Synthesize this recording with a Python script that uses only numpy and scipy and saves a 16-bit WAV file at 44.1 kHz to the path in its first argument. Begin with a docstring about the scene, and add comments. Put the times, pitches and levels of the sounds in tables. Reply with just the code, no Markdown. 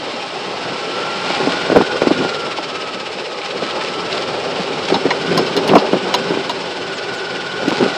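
"""An electric golf cart rolls from asphalt onto a rutted dirt track, heard from the seat.
From the start the gears whine, a shaft rubs once a turn and the tyres drum through the body.
Near 2 s bumps knock the plastic shell and the suspension thuds; then asphalt gives way to dirt,
with gravel crunching and stones snapping. From 5 s ruts also clank loose steel fittings, and the
hardest blows overload the microphone. Near 7 s a bird whistles faintly, before the last bumps."""
import sys
import numpy as np
from scipy import signal
from scipy.fft import rfft, irfft, next_fast_len
from scipy.io import wavfile
from scipy.ndimage import uniform_filter1d, map_coordinates

SR = 44100
rng = np.random.default_rng(int(sys.argv[2]) if len(sys.argv) > 2 else 0)


def to_wav(sig):
    """Store sig (one row per channel, or 1-D mono) as 16-bit WAV at the path in sys.argv[1].

    Samples outside -1..1 are clipped; the rate is SR.
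    """
    pcm = np.clip(np.atleast_2d(sig), -1, 1) * 32767
    pcm = np.round(pcm).astype(np.int16)
    wavfile.write(sys.argv[1], SR, pcm.T)  # frames by channels


N = 351477

# Shaft speed. Each row: time in seconds, turns per second.
SHAFT_SPEED = [(0, 16.89), (0.5, 17.3), (1.4, 20.31), (1.9, 19.56), (2.9, 15.91), (3.5, 15.7), (4.2, 17.64),
               (4.9, 18.27), (5.4, 19.46), (5.8, 17.29), (6.2, 19.44), (6.6, 18.72), (7.97, 18.51)]
# Gear whine. Each row: time in seconds, pitch in Hz, level in dB.
GEAR_WHINE = [(0.4, 1305, -41), (.72, 1340, -35), (.92, 1350, -34), (1.01, 1360, -25), (1.22, 1374, -31),
              (1.5, 1440, -29.5), (1.78, 1469, -27.5), (2.15, 1430, -31.5), (2.35, 1382, -26.5),
              (2.65, 1317, -38), (2.85, 1295, -28.5), (3.2, 1280, -46), (3.5, 1290, -41),
              (3.68, 1305, -32.5), (4.62, 1357, -37), (4.85, 1430, -41), (5.25, 1495, -32),
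              (5.9, 1470, -38), (6.3, 1480, -31.5), (6.6, 1470, -40), (6.9, 1475, -33), (7.25, 1465, -30),
              (7.97, 1461, -29)]
# Spread of the whine. Each row: pitch in Hz, share of power in sidebands from 0 to 1.
SIDEBAND_SHARE = [(1340, .06), (1400, .22), (1455, .88)]
# Whines locked to the shaft. Each row: cycles per turn, level in dB, roughness from 0 to 1.
UPPER_WHINES = [(162.2, -47, 0.6), (185, -51.5, 0.3)]
# Motor hum. Each row: time in seconds, level in dB.
MOTOR_HUM = [(0, -38), (1.1, -37.5), (1.45, -27.5), (1.9, -43.5), (7.97, -37.5)]
# Ground under the tyres. Each row: time in seconds, coarseness in dB.
GROUND = [(0.0, -29), (.8, -27.5), (1.15, -25), (1.62, -24), (1.75, -26), (2.15, -24.5), (2.64, -27.5),
          (3.4, -28.5), (3.82, -24), (5.35, -24.5), (5.52, -22), (6.11, -23.5), (6.75, -29.5), (7.41, -29),
          (7.97, -26)]
# Rolling sounds by name. Each row: level in dB at cruise on smooth dirt, dB per dB of coarseness,
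# dB per extra turn per second, offset in dB on asphalt.
RIDE_RESPONSE = {"roar": (-27.5, 1, 0, -0.23), "hiss": (-28.5, 0.34, 0.69, 1.06),
                 "boom": (-35.5, 1.06, 2.1, -2.5), "drone": (-32, 0.89, 1.4, -10)}
# Tread roar. Each row: frequency in Hz, density in dB.
ROAR_SPECTRUM = [(20, -33), (50, -36.5), (90, -16), (150, -8.5), (290, -5.5), (350, -0.5), (490, 3),
                 (610, 0.5), (700, -4.5), (850, -2.5), (1000, -8.5), (1200, -7.5), (1800, -19), (5000, -75)]
# Bumps and ruts. Each row: middle in seconds, length in seconds, level in dB.
BUMPS = [(1.422, .11, -28), (1.766, 0.099, -23), (2.045, 0.034, -23), (2.218, 0.088, -23),
         (3.627, 0.044, -40), (4.922, .06, -17.5), (5.071, 0.077, -21), (5.369, 0.11, -20),
         (5.578, .05, -20.5), (5.724, 0.068, -19), (5.956, 0.044, -23), (6.337, 0.11, -25),
         (6.819, 0.039, -30), (7.116, 0.05, -30.5), (7.67, 0.08, -23), (7.831, 0.11, -17.5)]
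# Seat well and roof resonances. Each row: frequency in Hz, nominal width in Hz, gain in dB.
CAVITY_MODES = [(183, 24.6, 1), (261.4, 59, 1), (359.6, 37, -1.5)]
# Blows on the shell. Each row: start in seconds, level in dB, nominal pitch in Hz, rise in seconds.
SHELL_KNOCKS = [(1.303, -7.5, 720, 0.0019), (1.402, -8, 504, .002),  (1.471, -5, 530, .0028),
                (1.699, -4, 560, 0.0018), (1.718, -3, 607, 0.0013), (1.724, -5, 433, 0.0038),
                (1.749, -4.5, 497, 0.00387), (1.76, 5.5, 622, 0.0023), (1.7663, 4.5, 556, 0.0039),
                (1.784, -5.5, 505, 0.0027), (1.802, -5, 475, .0028), (1.811, -1, 800, 0.0018),
                (1.818, -4, 390, 0.0021), (2.0181, -0.5, 547, 0.0021), (2.0332, -11, 490, 0.0013),
                (2.07, 1.5, 408, 0.002), (2.1063, -7, 775, 0.0015), (2.1099, -2, 397, 0.0033),
                (2.209, -8.5, 345, .0027), (2.2257, -14.5, 353, 0.0013), (2.2469, -8, 530, .0023),
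                (2.584, -16, 946, 0.00354), (3.622, -8, 554, 0.0035), (4.587, -11, 520, 0.0048),
                (4.902, -5, 450, 0.0014), (4.921, -7, 437, 0.00405), (4.962, -3, 490, 0.0014),
                (5.0534, -3.5, 390, 0.0028), (5.0622, -6.5, 490, 0.0022), (5.312, -9.5, 473, 0.0031),
                (5.391, -6.5, 455, 0.0037), (5.572, -8, 450, 0.0051), (5.6972, -2, 466, 0.00076),
                (5.715, -5, 487, .002), (5.7208, -5, 305, 0.003), (5.732, -3.5, 330, .002),
                (5.7358, 0.5, 1000, 0.0011), (5.743, -8, 330, 0.0022), (5.753, 4.5, 764, 0.0034),
                (5.762, 4.5, 514, 0.00346), (5.931, 0, 387, .0022), (5.9413, -4, 430, 0.0026),
                (6.305, -7.5, 386, 0.0031), (6.3375, -9, 444, 0.003), (6.372, -6, 412, 0.002),
                (7.118, -18, 940, 0.0034), (7.6311, -8.5, 530, 0.0015), (7.6775, -4.5, 310, 0.00285),
                (7.7154, -5, 650, .0014), (7.723, -4.5, 427, .0022), (7.807, -4.5, 415, 0.0029),
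                (7.825, -3, 259, 0.0031), (7.8333, -10, 380, 0.0013), (7.859, -7, 440, 0.0036)]
# Shell resonances. Each row: frequency in Hz, nominal width in Hz, gain in dB.
SHELL_MODES = [(209, 26, 6), (279, 65, 10), (490, 58, 1), (588, 140, -1), (750, 37, 1), (1047, 21, -9)]
# Loose fittings. Each row: start in seconds, level in dB, bass and treble trims in dB, clack in Hz.
FITTING_CLANKS = [(4.9411, -7, 2.5, -24, 3900), (5.1055, -4.5, 1, -24, 2060), (5.376, -7, 4.5, -1, 4660),
                  (5.462, -13, -16, -15, 2630), (5.566, -10, -1, -1, 3870), (5.677, -15.5, -2, 4.5, 4450),
                  (5.753, -8, 17, -15, 2090), (6.1405, -3.5, 2, -3.5, 3920),
                  (6.4949, -10.5, 6.5, -8.5, 4050), (7.1395, -30, 4, 5, 2290),
                  (7.683, -16.5, -12, -1, 3000)]
# Fitting resonances. Each row: frequency in Hz, gain in dB, T60 in seconds.
FITTING_MODES = [(761, -5, .076), (1010, 0, .055), (2860, -5, .055), (3430, -8, .024), (4130, -7, .06),
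                 (5200, -12, .15), (6520, -14.5, .045)]
# Suspension jolts. Each row: start in seconds, level in dB, nominal pitch in Hz.
SUSPENSION_THUDS = [(.135, -23.5, 258), (1.155, -29, 215), (1.468, -10, 280), (2.075, -21, 215),
                    (2.941, -30, 205), (3.645, -28, 225), (4.596, -21, 190), (6.03, -23, 196),
                    (6.186, -26, 227), (7.828, -28, 235)]
# Unevenness of the rub. Each row: time in seconds, nominal swing per turn in dB.
RUB_SWING = [(0, 1.5), (.8, .5), (1.5, .9), (1.9, 2.3), (2.45, 3.1), (3.05, 3.1), (4.2, 1.8), (6.2, 1.1),
             (6.5, 2.0), (7.05, 2.4), (7.97, 1.6)]
# Rub and gravel noise. Each row: frequency in Hz, density in dB.
HISS_SPECTRUM = [(100, -50), (700, -1), (1500, 0), (1850, -2), (2400, 1.6), (2900, -0.1), (3400, -1),
                 (4300, -2.5), (4850, -4), (5300, -5), (5900, -13.5), (6700, -17), (7900, -18),
                 (9700, -30.5), (15000, -88)]
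# Steel frame resonances. Each row: frequency in Hz, half-width in Hz, gain in dB.
FRAME_MODES = [(2330, 33, -11.5), (2890, 120, -0.5), (5260, 46, -1.5)]
# Loose gravel. Each row: middle in seconds, length in seconds, level in dB.
GRAVEL_PATCHES = [(1.32, 0.14, -24.5), (1.5, 0.16, -26.5), (2.23, 0.16, -28.5), (3.456, 0.061, -29),
                  (3.67, 0.14, -29), (3.85, 0.12, -28), (4.165, 0.093, -25), (4.61, 0.071, -26.5),
                  (4.9, 0.07, -24), (5.344, 0.14, -27.5), (7.8, 0.29, -26.5)]
# Stones pinched by a tyre. Each row: start in seconds, level in dB, pitch in Hz.
STONE_SNAPS = [(3.4155, -18, 2900), (3.4584, -22, 4200), (3.5073, -19, 2920), (3.7083, -16, 3330),
               (3.8107, -16, 2000), (4.126, -13.5, 3580), (4.22, -18, 3980), (4.852, -19, 4060),
               (5.691, -8.5, 2450), (5.783, -13, 3580), (5.791, -15, 3670)]
# Bird whistles. Each row: start in seconds, level in dB.
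BIRD_WHISTLES = [(6.924, -40), (7.125, -41), (7.315, -48)]


def drive():
    """Gears whine over the motor's hum; a housing resonance lifts faint upper whines as they pass."""
    hz, db = curves(GEAR_WHINE)
    share = np.interp(hz, *np.transpose(SIDEBAND_SHARE))
    gears = amp(db) * (np.sqrt(1 - share) * tone(hz, rough=0.33) + np.sqrt(share) * sidebands(hz))
    turns_per_s, = curves(SHAFT_SPEED)
    housing_hz, half_width_hz = 3150, 110
    for cycles, upper_db, rough in UPPER_WHINES:
        upper_hz = cycles * turns_per_s
        lift = 1 + 1.5 / (1 + ((upper_hz - housing_hz) / half_width_hz) ** 2)
        gears += amp(upper_db) * lift * tone(upper_hz, rough)
    hum = tone(hz=822, rough=1) + amp(-4.5) * tone(hz=1075, rough=0.55)
    return gears + amp(curves(MOTOR_HUM)[0]) * hum


def tone(hz, rough):
    """A line at hz, smeared by uneven running; rough is the smeared share of power."""
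    phase = 2 * np.pi * np.cumsum(hz * (1 + 0.00295 * wobble(30))) / SR
    flutter = lambda: wobble(60) + wobble(170)
    smear = unit(flutter() * np.sin(phase) + flutter() * np.cos(phase))
    clean = unit(np.sin(phase) * amp(1.1 * wobble(14)))
    return np.sqrt(1 - rough) * clean + np.sqrt(rough) * smear


def sidebands(hz, reach_lines=3.3):
    """Uneven gear teeth put wavering lines on both sides of hz, spaced by the shaft rate."""
    mesh_rad = 2 * np.pi * np.cumsum(hz) / SR
    shaft_rad = 2 * np.pi * np.cumsum(curves(SHAFT_SPEED)[0]) / SR
    lines = np.zeros(N)
    for k in range(-8, 9):
        if k:
            phase = mesh_rad + k * shaft_rad + 2 * np.pi * rng.random() + 1.5 * wobble(18)
            lines += np.exp(-abs(k) / reach_lines) * np.sin(phase)
    return unit(lines)


def tyres():
    """The tread roars; stones and bumps keep the hollow body booming and a panel droning."""
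    roar_gain = ride_gain("roar") * amp(1.4 * wobble(24))
    roar = roar_gain * coloured(patchy(rng.standard_normal(N), depth_db=1.8), ROAR_SPECTRUM)
    jolts = rng.standard_normal(N) * amp(3.6 * wobble(14)) + 0.5 * grains(per_s=60, spread_db=1)
    bumps = swells(BUMPS)
    boom = np.hypot(ride_gain("boom"), amp(1) * bumps) * unit(shell(jolts, CAVITY_MODES))
    panel_hz, width_hz = 390, 55
    panel = [(panel_hz, width_hz, 0)]
    panel_ring = unit(shell(shell(rng.standard_normal(N), panel), panel))
    drone = np.hypot(ride_gain("drone"), amp(-1) * bumps) * panel_ring
    return roar + boom + drone


def ride_gain(sound, smooth_db=-28, cruise_turns_per_s=18, dirt_from_s=2.2, dirt_full_s=5.6):
    """A rolling sound follows ground coarseness, speed and surface."""
    db, by_ground, by_speed, asphalt_db = RIDE_RESPONSE[sound]
    asphalt = np.interp(np.arange(N) / SR, [dirt_from_s, dirt_full_s], [1, 0])
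    coarse_db = curves(GROUND)[0] - smooth_db
    extra_turns_per_s = curves(SHAFT_SPEED)[0] - cruise_turns_per_s
    return amp(db + by_ground * coarse_db + by_speed * extra_turns_per_s + asphalt_db * asphalt)


def knocks(lead_s=0.005):
    """Each blow cracks on contact, swings a panel, shakes the shell and thumps the hollow body."""
    panels, shakes, t = np.zeros(N), np.zeros(N), np.arange(SR // 6) / SR
    judder = amp(-60 * np.maximum((lead_s - t) / 0.02, (t - lead_s) / 0.062))
    for s, db, hz, rise_s in SHELL_KNOCKS + rattles():
        push = (t / rise_s) ** 2 * np.exp(2 - 2 * t / rise_s)
        glide_hz = hz * (0.694 + 0.7 * np.exp(-t / rise_s))  # short bending waves arrive first
        swing = push * sine(glide_hz)
        thump_hz = 215 * rng.uniform(0.65, 1)
        thump = np.sin(2 * np.pi * thump_hz * t) * amp(-60 * t / 0.027) * (1 - np.exp(-t / 0.0094))
        add(panels, s, amp(db - 1) * swing + amp(db - 15) * thump)
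        crack = burst(t, hz=1035, spread=0.35, t60_s=0.012)
        add(panels, s + rise_s / 2, amp(db - 11.5) * crack)
        add(shakes, s + rise_s - lead_s, amp(db) * rng.standard_normal(len(t)) * judder)
    return drop_bass(panels) + shell(shakes, SHELL_MODES)


def rattles(per_s=30, centre_hz=428, scatter_db=4.5, rise_s=0.00176):
    """Lesser knocks scattered through each bump, as rows like SHELL_KNOCKS."""
    rows = []
    for middle_s, length_s, db in BUMPS:
        count = int(np.clip(round(per_s * length_s), 1, 5))
        slip, strength, pitch = np.clip(rng.standard_normal((3, 5)), -1.5, 1.5)[:, :count]
        place = (np.arange(count) + 0.5 + slip / np.pi) / count - 0.5
        starts_s = middle_s + length_s * place
        levels_db = db + 4 + scatter_db * strength
        rows += zip(starts_s, levels_db, centre_hz * np.exp(0.19 * pitch), [rise_s] * count)
    return rows


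def clanks(gap_s=0.0063, lag_s=0.0017, low_hz=1500, high_hz=5800):
    """A fitting bounces; each of three contacts clacks, ticks, raps its mount and rings the steel."""
    steel, cracks, t = np.zeros(N), np.zeros(N), np.arange(SR // 5) / SR
    hz, mode_db, t60_s = np.transpose(FITTING_MODES)[:, :, None]
    late = 1 - np.exp(-(t / lag_s) ** 2)  # slow bending waves arrive after the clack
    attack = 1 - np.exp(-t / 0.00084)
    for s, db, bass_db, treble_db, clack_hz in FITTING_CLANKS:
        colour = np.where(hz < low_hz, amp(bass_db) * late, 1)
        colour *= np.where(hz > high_hz, amp(treble_db / 3 + 3), 1)
        mount_hz = hz * np.where(hz < low_hz, rng.uniform(0.91, 1.06, hz.shape), 1)
        for bounce in range(3):
            at_s = s + bounce * gap_s * rng.uniform(0.48, 1.4)
            gain = amp(db - 2.9 * bounce)
            decay = colour * amp(mode_db + rng.normal(0, 1.2, hz.shape) - 60 * t / t60_s)
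            ring_hz = mount_hz * (1 + rng.normal(0, 0.005, hz.shape))
            ring = (decay * np.sin(2 * np.pi * (ring_hz * t + rng.random(hz.shape)))).sum(0)
            clack = amp(-9) * burst(t, clack_hz, spread=0.12, t60_s=0.044)
            rap = amp(bass_db - 11.5) * late * burst(t, hz=854, spread=0.39, t60_s=0.053)
            tick = amp(treble_db - 19.5) * burst(t, hz=9000, spread=0.33, t60_s=0.018)
            add(steel, at_s, gain * ((amp(-7.5) * ring + clack + rap) * attack + tick))
            crack = rng.standard_normal(len(t)) * amp(-60 * t / 0.013)
            add(cracks, at_s, gain * amp(treble_db / 2 + 4 - 3 * bounce) * crack)
    band = signal.butter(4, [low_hz, high_hz], "bandpass", fs=SR, output="sos")
    return steel + signal.sosfilt(band, cracks)


def shaft_rub(grit=0.22, frame_db=-11.5):
    """A rubbing shaft hisses, swelling once a turn, and rings the steel frame."""
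    turns = np.cumsum(curves(SHAFT_SPEED)[0]) / SR + 0.14
    angle = 2 * np.pi * turns
    swing_db = curves(RUB_SWING)[0] * (1 + 0.12 * wobble(12))  # no two turns rub alike
    throb = amp(swing_db * (np.cos(angle) + 0.2 * np.cos(2 * angle)) + 0.55 * wobble(45))
    texture = rng.standard_normal(N) + grit * grains(per_s=1000, spread_db=-4.5)
    hiss = unit(throb * coloured(texture, HISS_SPECTRUM))
    frame = lambda f: sum(amp(db) / (1 + ((f - hz) / half_hz) ** 2) for hz, half_hz, db in FRAME_MODES)
    ring = unit(throb ** 2 * filtered(rng.standard_normal(N), frame))
    return ride_gain("hiss") * (hiss + amp(frame_db) * ring)


def suspension(rise_s=0.0079):
    """The springs take a jolt and the hollow body swings a few soft cycles."""
    body, t = np.zeros(N), np.arange(SR // 6) / SR
    swell = t / rise_s * np.exp(1 - t / rise_s)
    for s, db, hz in SUSPENSION_THUDS:
        glide_hz = hz * (0.85 + 0.3 * np.exp(-t / (2 * rise_s)))
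        add(body, s, amp(db) * swell * sine(glide_hz))
    return body


def gravel():
    """Dense stone clicks swell and fade as a tyre crosses a loose patch."""
    return swells(GRAVEL_PATCHES) * coloured(grains(per_s=1100, spread_db=5), HISS_SPECTRUM)


def stones(attack_s=0.0007):
    """A pinched stone lets go with one dry snap."""
    snaps, t = np.zeros(N), np.arange(SR // 10) / SR
    attack = 1 - np.exp(-t / attack_s)
    for s, db, hz in STONE_SNAPS:
        add(snaps, s, amp(db - 1.5) * burst(t, hz, spread=0.31, t60_s=0.038) * attack)
    return snaps


def bird(length_s=0.08, start_hz=8800, end_hz=5140):
    """Thin whistles slide down ever faster."""
    song, progress = np.zeros(N), np.linspace(0, 1, int(length_s * SR))
    hz = start_hz + (end_hz - start_hz) * progress ** 1.2
    envelope = np.sqrt(np.abs(np.sin(np.pi * progress ** 1.76)))
    for s, db in BIRD_WHISTLES:
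        add(song, s, amp(db) * envelope * sine(hz))
    return song


def shell(x, modes, min_width_hz=38, rolloff_hz=3500):
    """Damped plastic panels ring, passing neither deep bass nor high treble."""
    def response(f):
        ring = sum(amp(db) / (1 + 1j * (f * f - hz * hz) / (f * max(width_hz, min_width_hz) + 1))
                   for hz, width_hz, db in modes)
        return ring / (1 + 1j * f / rolloff_hz) ** 3
    return drop_bass(filtered(x, response))


def drop_bass(x, cutoff_hz=115):
    """Deep bass is taken away below the cut-off."""
    return signal.sosfilt(signal.butter(3, cutoff_hz, "highpass", fs=SR, output="sos"), x)


def canopy(x):
    """Roof and dash return five weak, early echoes."""
    taps = np.zeros(SR // 40)
    taps[0] = 1
    taps[rng.integers(SR // 400, SR // 100, size=5)] = 0.11 * rng.choice([-1, 1], size=5)
    return signal.fftconvolve(x, taps / np.linalg.norm(taps))[:N]


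def burst(t, hz, spread, t60_s):
    """A noise band around hz that rises within a cycle and dies away."""
    edges_hz = hz * np.exp([-spread, spread])
    band = signal.butter(3, edges_hz, "bandpass", fs=SR, output="sos")
    noise = unit(signal.sosfilt(band, rng.standard_normal(2 * len(t)))[len(t):])
    rise = (1 - np.exp(-np.pi * hz * t)) ** 2
    return rise * noise * amp(-60 * t / t60_s)


def patchy(x, depth_db):
    """x with colours that come and go, each some 150 Hz wide and 150 ms long."""
    bins = signal.stft(x, nperseg=1024)[2]
    field = uniform_filter1d(rng.standard_normal(bins.shape), 4, axis=0)
    field = unit(uniform_filter1d(field, 13, axis=1))
    return unit(signal.istft(bins * amp(depth_db * field), nperseg=1024)[1][:N])


def grains(per_s, spread_db):
    """Random impulses of uneven size, at rms 1."""
    impulses = (rng.random(N) < per_s / SR) * rng.choice([-1, 1], N)
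    return unit(impulses * amp(spread_db * rng.standard_normal(N)))


def swells(rows):
    """A gain that rises and falls around each row's middle."""
    gain = np.zeros(N)
    for middle_s, length_s, db in rows:
        add(gain, max(middle_s - length_s, 0), amp(db) * np.hanning(int(2 * length_s * SR)))
    return gain


def wobble(knots_per_s):
    """A smooth random curve."""
    knots = rng.standard_normal(int(N * knots_per_s / SR) + 4)
    return map_coordinates(knots, [np.arange(N) * knots_per_s / SR])


def curves(rows):
    """One value per sample for each column after the time."""
    s, *columns = np.transpose(rows)
    return [np.interp(np.arange(N) / SR, s, column) for column in columns]


def coloured(x, spectrum):
    """x shaped by a spectrum on a log frequency axis, at rms 1."""
    hz, db = np.transpose(spectrum)
    return unit(filtered(x, lambda f: amp(np.interp(np.log(f + 1), np.log(hz), db))))


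def filtered(x, response):
    """x through a complex frequency response."""
    size = next_fast_len(N + SR // 2)
    return irfft(rfft(x, size) * response(np.fft.rfftfreq(size, 1 / SR)), size)[:N]


def sine(hz):
    """A sine that follows a pitch curve."""
    return np.sin(2 * np.pi * np.cumsum(hz) / SR)


def add(track, s, sound):
    """Mix a sound into the track at s seconds."""
    part = track[round(s * SR):][:len(sound)]
    part += sound[:len(part)]


def amp(db):
    """Decibels to gain."""
    return 10 ** (np.asarray(db) / 20)


def unit(x):
    """Scale to rms 1."""
    return x / np.sqrt(np.mean(x ** 2) + 1e-20)


def scene():
    """Everything reaches one microphone under the roof."""
    mono = drive() + canopy(shaft_rub() + gravel() + stones())
    mono += tyres() + suspension() + knocks() + clanks() + bird()
    return np.array([mono, mono])


def record(dry):
    """The hardest blows clip; the top treble is cut."""
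    return np.array([filtered(channel, lambda hz: hz < 15700) for channel in np.clip(dry, -1, 1)])


dry = scene()
out = record(dry)
to_wav(out)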